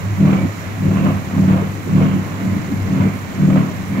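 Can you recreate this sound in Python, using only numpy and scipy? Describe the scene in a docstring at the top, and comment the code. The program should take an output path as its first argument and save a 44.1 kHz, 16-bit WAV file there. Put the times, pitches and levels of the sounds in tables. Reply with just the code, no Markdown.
"""A plastic granulator runs in a workshop, heard from close by.
From the start a motor hums in swells over a steady whirr and a hiss from the right. At 0.2 s, and then
about twice a second, the rotor takes a load: knife strokes force the housing to boom on multiples of
the cutting rate, and a little later the plastic grinds. Along the way lumps thud against the panels and
plastic squeaks on steel. Near 2.5 s and 2.7 s the tumbling load draws two short growls from a panel."""
import sys
import numpy as np
from scipy.fft import rfft, irfft, next_fast_len
from scipy.io import wavfile
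from scipy.ndimage import map_coordinates

SR = 44100
rng = np.random.default_rng(int(sys.argv[2]) if len(sys.argv) > 2 else 0)


def wav_out(sig):
    """Save sig, one row per channel (or a flat mono array), as 16-bit PCM at SR to the path in sys.argv[1]."""
    wavfile.write(sys.argv[1], SR, np.round(np.clip(np.atleast_2d(sig).T, -1, 1) * 32767).astype(np.int16))


N = 176400
TIME_S = np.arange(N) / SR
OPPOSED = np.array([[1], [-1]])  # plus on the left, minus on the right


# Load on the rotor: time_s, load_db
ROTOR_LOAD = [(0.0, -29), (0.17, -28), (0.2, -13), (0.26, -10.5), (0.46, -18), (0.49, -42), (0.75, -37),
              (0.85, -12.5), (0.99, -15.5), (1.06, -11), (1.22, -26.5), (1.3, -28.5), (1.4, -11),
              (1.47, -17.5), (1.49, -10.5), (1.68, -24), (1.83, -31.5), (1.96, -10.5), (2.07, -12.5),
              (2.1, -18), (2.16, -15.5), (2.26, -29), (2.39, -28), (2.44, -18), (2.56, -20), (2.67, -29),
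              (2.73, -21.5), (2.81, -28), (2.97, -13), (3.07, -15), (3.13, -30), (3.17, -26), (3.2, -37),
              (3.36, -28), (3.41, -13.5), (3.46, -10.5), (3.6, -12.5), (3.77, -30.5), (3.87, -28),
              (4.0, -14.5)]
# Harmonics of the cutting rate in the housing: harmonic_number, relative_level_db
HOUSING_HARMONICS = [(2, -25), (3, -18), (4, -4), (5, 1), (6, -23.5), (7, -10), (8, -19.5), (9, -19),
                     (10, -35.5), (11, -34), (12, -30.5), (14, -28), (16, -30.5), (17, -27.5)]
# Spectrum of the rumble: frequency_hz, density_db
RUMBLE_SPECTRUM = [(25, -28), (45, -14.5), (70, -6.5), (110, -1), (170, 1), (230, -1.5), (300, -5),
                   (400, -16.5), (520, -25.5), (1200, -78)]
# Likeness of left and right in rumble, grinding and whirr: frequency_hz, correlation
COHERENCE = [(30, -0.9), (90, 0.43), (180, 0.8), (250, 0.4), (300, .6), (420, .35), (640, 0.64),
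             (900, 0.24), (1300, 0.19), (2200, 0.3), (4000, 0.22)]

def housing(cut_phase, waver_db=1.4, jitter_rad=0.44, spread_rad=0.19, full_load_db=-13.5):
    """Forced vibration: periodic knife strokes make the housing boom and rumble, more under load."""
    load_db = curve(ROTOR_LOAD) - full_load_db
    tones = np.zeros((2, N))
    for harmonic, level_db in HOUSING_HARMONICS:
        phase = harmonic * cut_phase + rng.uniform(0, 2 * np.pi) + jitter_rad * wobble(12)
        stereo_phase = spread_rad * OPPOSED * wobble(2.85)
        tones += amp(level_db + waver_db * wobble(12)) * np.sin(phase + stereo_phase)
    boom = unit(tones) * amp(-14 + 1.23 * load_db)  # grows faster with load than the rumble
    rumble = stereo_noise(RUMBLE_SPECTRUM, COHERENCE, balance=[(60, 2.3), (130, -0.5), (300, -0.0024)])
    return boom + rumble * amp(-19.5 + 0.72 * load_db)


def rotor(cut_hz=38.25, drift=0.004):
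    """Phase as the integral of frequency: 2 pi radians per knife stroke, at a slightly wandering speed."""
    return 2 * np.pi * np.cumsum(cut_hz * (1 + drift * wobble(3.956))) / SR


# Strength of the crushing: time_s, strength_db
CRUSHING = [(0.0, -33.5), (0.12, -41), (0.33, -27), (0.6, -40), (0.79, -40.5), (1.07, -26.5), (1.24, -37.5),
            (1.38, -33.5), (1.39, -30.5), (1.41, -36.5), (1.51, -27.5), (1.7, -36), (1.85, -39), (2.0, -32),
            (2.02, -27.5), (2.17, -34.5), (2.86, -37), (3.02, -29), (3.25, -41.5), (3.51, -31.5),
            (3.58, -27.5), (3.64, -31.5), (3.88, -43), (4.0, -29.5)]
# Spectrum of the crushed plastic: frequency_hz, density_db
GRIND_SPECTRUM = [(200, -13), (400, -1), (650, 3.5), (830, -5), (1080, 2), (1700, -9.5), (2300, -10),
                  (3000, -16), (4200, -28), (8000, -58)]
# Its stereo balance: frequency_hz, left_minus_right_db
GRIND_BALANCE = [(400, 3), (700, -1), (1200, -2), (2200, -9.5), (3500, -2.5)]

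def grinding(cut_phase, stroke_depth=0.14, grain_db=2.16, full_crush_db=-28.5):
    """Amplitude-modulated noise: plastic is crushed in uneven bursts, one for each knife stroke."""
    bursts = (1 + stroke_depth * np.cos(cut_phase)) * amp(grain_db * wobble(170))
    level_db = -26.5 + 1.31 * (curve(CRUSHING) - full_crush_db)
    return amp(level_db) * unit(bursts * stereo_noise(GRIND_SPECTRUM, COHERENCE, GRIND_BALANCE))


# Lumps tumbling in the housing: peak_s, pitch_hz, level_db, left_minus_right_db
LUMP_IMPACTS = [(.285, 348.4, -24.5, 3), (.45, 229, -15, -15), (0.884, 297, -22, 7), (1.389, 522, -37, 8),
                (1.565, 520, -27, 5), (1.63, 366.6, -28, 7), (1.785, 373.4, -30, 10), (1.87, 409, -28, -11),
                (2.015, 491, -26, 0), (2.02, 670, -28.5, 3), (2.691, 399, -30.5, 0), (2.865, 404, -28, -14),
                (3.065, 358.6, -21, 6), (3.565, 557, -25, 0)]

def thuds(rise_s=0.011, width_hz=110):
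    """Damped vibration after impact: each lump sets a panel rattling briefly, with a soft start."""
    out = np.zeros((2, N))
    for peak_s, pitch_hz, level_db, balance_db in LUMP_IMPACTS:
        age = np.maximum(TIME_S - peak_s + rise_s, 0) / rise_s  # in rise times
        envelope = age * np.exp(1 - age)
        tone = np.sin(2 * np.pi * pitch_hz * (TIME_S - peak_s))
        out += amp(level_db) * pan(balance_db) * envelope * unit(tone + rattling(pitch_hz, width_hz))
    return out


# Plastic rubbing on steel: peak_s, half_length_s, pitch_hz, width_hz, level_db
SCRAPES = [(0.398, 0.025, 2275, 16, -32), (0.334, 0.1, 2350, 123, -41), (1.023, .09, 2660, 233, -41.5),
           (2.097, 0.074, 2920, 330, -43), (2.524, 0.12, 2045, 200, -40.5), (3.064, .06, 2190, 193, -37.5),
           (3.573, 0.039, 2350, 109.7, -46.5), (3.97, .025, 2165, 400, -39)]

def squeaks(balance_db=-17):
    """Friction-excited resonance: plastic scrapes the steel in rough, narrow-band squeaks."""
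    return pan(balance_db) * sum(amp(level_db) * swell(peak_s, half_s) * ringing(pitch_hz, width_hz)
                                 for peak_s, half_s, pitch_hz, width_hz, level_db in SCRAPES)


# The load tumbling without a full surge: peak_s, half_length_s, level_db
TUMBLES = [(2.517, 0.064, -23), (2.726, 0.017, -24)]

def growls(pitch_hz=246.7, width_hz=60):
    """Random excitation: the tumbling load makes a broad panel resonance swell and fade."""
    envelope = sum(amp(level_db) * swell(peak_s, half_s) for peak_s, half_s, level_db in TUMBLES)
    return envelope * rattling(pitch_hz, width_hz)


# Swells of the motor hum: time_s, relative_level_db
HUM_SWELLS = [(0.0, -33.5), (0.07, -18), (0.39, -32.5), (0.43, -17), (0.58, -34), (0.92, -19), (0.99, -33),
              (1.16, -19.5), (1.27, -39), (1.44, -19.5), (1.85, -33.5), (1.93, -21.5), (2.45, -31),
              (2.52, -18.5), (2.65, -39), (2.82, -17.5), (2.94, -41), (3.01, -17.5), (3.23, -32),
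              (3.62, -30), (3.65, -32), (4.0, -30.5)]
# Thin whines: pitch_hz, level_db
WHINE_TONES = [(537, -53), (1044, -54.5), (2289, -55.5), (5985, -64.5)]
# Stereo balance of the drives, both whines and whirr: frequency_hz, left_minus_right_db
DRIVE_BALANCE = [(50, 16), (130, -.5), (330, -2), (700, 1.5), (1200, -1.5), (2100, -9), (3200, -4),
                 (5000, -4)]

def motor(hum_hz=99.55, jitter_rad=0.58, whine_jitter_rad=0.83, spread_rad=0.32, waver_db=1.1, sway_db=2):
    """Amplitude and phase modulation: the motor hum swells and wavers under a few unsteady whines."""
    stereo_phase = spread_rad * OPPOSED * wobble(7.8)
    hum_db = curve(HUM_SWELLS) - 0.5 + waver_db * wobble(25.04)
    hum = amp(hum_db) * np.sin(2 * np.pi * hum_hz * TIME_S + jitter_rad * wobble(14) + stereo_phase)
    whines = np.zeros((2, N))
    for pitch_hz, level_db in WHINE_TONES:
        phase = 2 * np.pi * pitch_hz * TIME_S + whine_jitter_rad * wobble(25)
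        whines += amp(level_db) * pan(along(DRIVE_BALANCE, pitch_hz)) * np.sin(phase)
    return np.sqrt(2) * (hum * pan(sway_db * wobble(4.95)) + whines)  # sine peak is sqrt(2) times rms


# Spectrum of the whirring drives: frequency_hz, density_db
WHIRR_SPECTRUM = [(25, -15), (55, -14), (95, -1), (180, -1.5), (280, -7.5), (380, -10.5), (490, -15),
                  (640, -18), (820, -14.5), (1100, -15.5), (1650, -17), (2100, -15.5), (2600, -21.5),
                  (3400, -28), (4000, -30.5), (4800, -38), (8000, -54)]

def whirr(level_db=-29.5, waver_db=0.66):
    """Broadband machine noise: the drives whirr at a nearly steady level."""
    return amp(level_db + waver_db * wobble(10)) * stereo_noise(WHIRR_SPECTRUM, COHERENCE, DRIVE_BALANCE)


# Spectrum of the hiss: frequency_hz, density_db
HISS_SPECTRUM = [(2500, -34), (4000, 1), (4800, -3.5), (5900, 1), (6300, 0), (6900, 3), (7500, 0),
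                 (7700, -20), (10000, -50)]

def hiss(cut_phase, level_db=-46, depth=0.077, drift_db=0.68):
    """Periodic modulation: a hiss on the right flutters with each rotor turn of two knife strokes."""
    flutter = 1 + depth * sum(np.cos(k * cut_phase / 2) for k in range(1, 4))
    gain = amp(level_db + drift_db * wobble(9)) * flutter
    return gain * stereo_noise(HISS_SPECTRUM, coherence=[(5000, 0.22)], balance=[(3500, -16), (7000, -25)])


# Spectrum of the high fizz: frequency_hz, density_db
FIZZ_SPECTRUM = [(3000, -10), (5000, -5), (7000, -5), (7700, 3), (8800, -2), (10000, 1), (10800, -1.5),
                 (11600, 3), (13500, 0), (14700, 3), (15800, -1.5)]

def fizz(level_db=-49, grain_db=1.1, drift_db=0.68):
    """Random modulation: fast level flicker gives faint treble noise a fine grain."""
    gain = amp(level_db + drift_db * wobble(18))
    grain = amp(grain_db * wobble(600))
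    noise = stereo_noise(FIZZ_SPECTRUM, coherence=[(7000, 0.1), (7800, 0.87)], balance=[(8000, 0.6)])
    return gain * unit(grain * noise)


def rattling(pitch_hz, width_hz):
    """Partial coherence: a shaken panel rings partly alike on the left and right."""
    shared, left, right = [ringing(pitch_hz, width_hz) for _ in range(3)]
    return unit(shared + np.array([left, right]) / np.sqrt(2))


def ringing(pitch_hz, width_hz):
    """Narrow-band noise of rms 1: a resonance kept ringing by many small blows."""
    envelope = wobble(2 * width_hz) + 1j * wobble(2 * width_hz)
    return unit(np.real(envelope * np.exp(2j * np.pi * pitch_hz * TIME_S)))


def stereo_noise(spectrum, coherence, balance):
    """Mid-side mixing: coloured noise of rms 1 with a given left-right correlation and balance."""
    def mid_side_gains(hz):
        angle = np.arccos(np.clip(along(coherence, hz), -1, 1)) / 2
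        return amp(along(spectrum, hz)) * [np.cos(angle), np.sin(angle)]
    mid, side = filtered(rng.standard_normal((2, N)), mid_side_gains)
    return unit(filtered(np.array([mid + side, mid - side]), lambda hz: pan(along(balance, hz))))


def left_first(x, lead_s=0.000453):
    """Arrival-time difference: left leads by a share of lead_s, nearly all of it in the upper range."""
    share = [(650, 0.036), (1300, 0.97)]
    return filtered(x, lambda hz: np.exp(1j * np.pi * hz * lead_s * along(share, hz) * OPPOSED))


def filtered(x, response):
    """Linear filtering: the spectrum of x times a frequency response."""
    size = next_fast_len(N + SR // 2)
    return irfft(rfft(x, size) * response(np.fft.rfftfreq(size, 1 / SR)), size)[..., :N]


def pan(balance_db):
    """Constant-power panning: left and right gains for a level difference."""
    gains = amp(OPPOSED * balance_db / 2)
    return gains / np.sqrt(np.mean(gains ** 2, axis=0))


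def wobble(rate_hz):
    """Low-pass noise: a spline through rate_hz random knots a second."""
    return map_coordinates(rng.standard_normal(1024), [TIME_S * rate_hz + 2], mode="mirror")


def swell(peak_s, half_s):
    """Gaussian envelope with standard deviation half_s."""
    return np.exp(-((TIME_S - peak_s) / half_s) ** 2 / 2)


def curve(points):
    """Linear interpolation of (time_s, value) points at every sample."""
    return np.interp(TIME_S, *np.transpose(points))


def along(points, hz):
    """Interpolation of (frequency_hz, value) points on a logarithmic axis."""
    frequencies, values = np.transpose(points)
    return np.interp(np.log(hz + 1), np.log(frequencies + 1), values)


def amp(db):
    """Amplitude ratio from decibels."""
    return 10 ** (np.asarray(db) / 20)


def unit(x):
    """Normalisation to rms 1."""
    return x / np.sqrt(np.mean(x ** 2) + 1e-20)


def scene():
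    """Superposition: the granulator and its background, with one rotor timing boom, grind and hiss."""
    cut_phase = rotor()
    machine = housing(cut_phase) + growls() + left_first(grinding(cut_phase) + squeaks()) + thuds()
    return machine + motor() + left_first(whirr() + hiss(cut_phase)) + fizz()


def record(dry, cutoff_hz=15750):
    """Band limiting: an ideal low-pass filter passes nothing above the cutoff."""
    return filtered(dry, lambda hz: hz < cutoff_hz)


dry = scene()
out = record(dry)
wav_out(out)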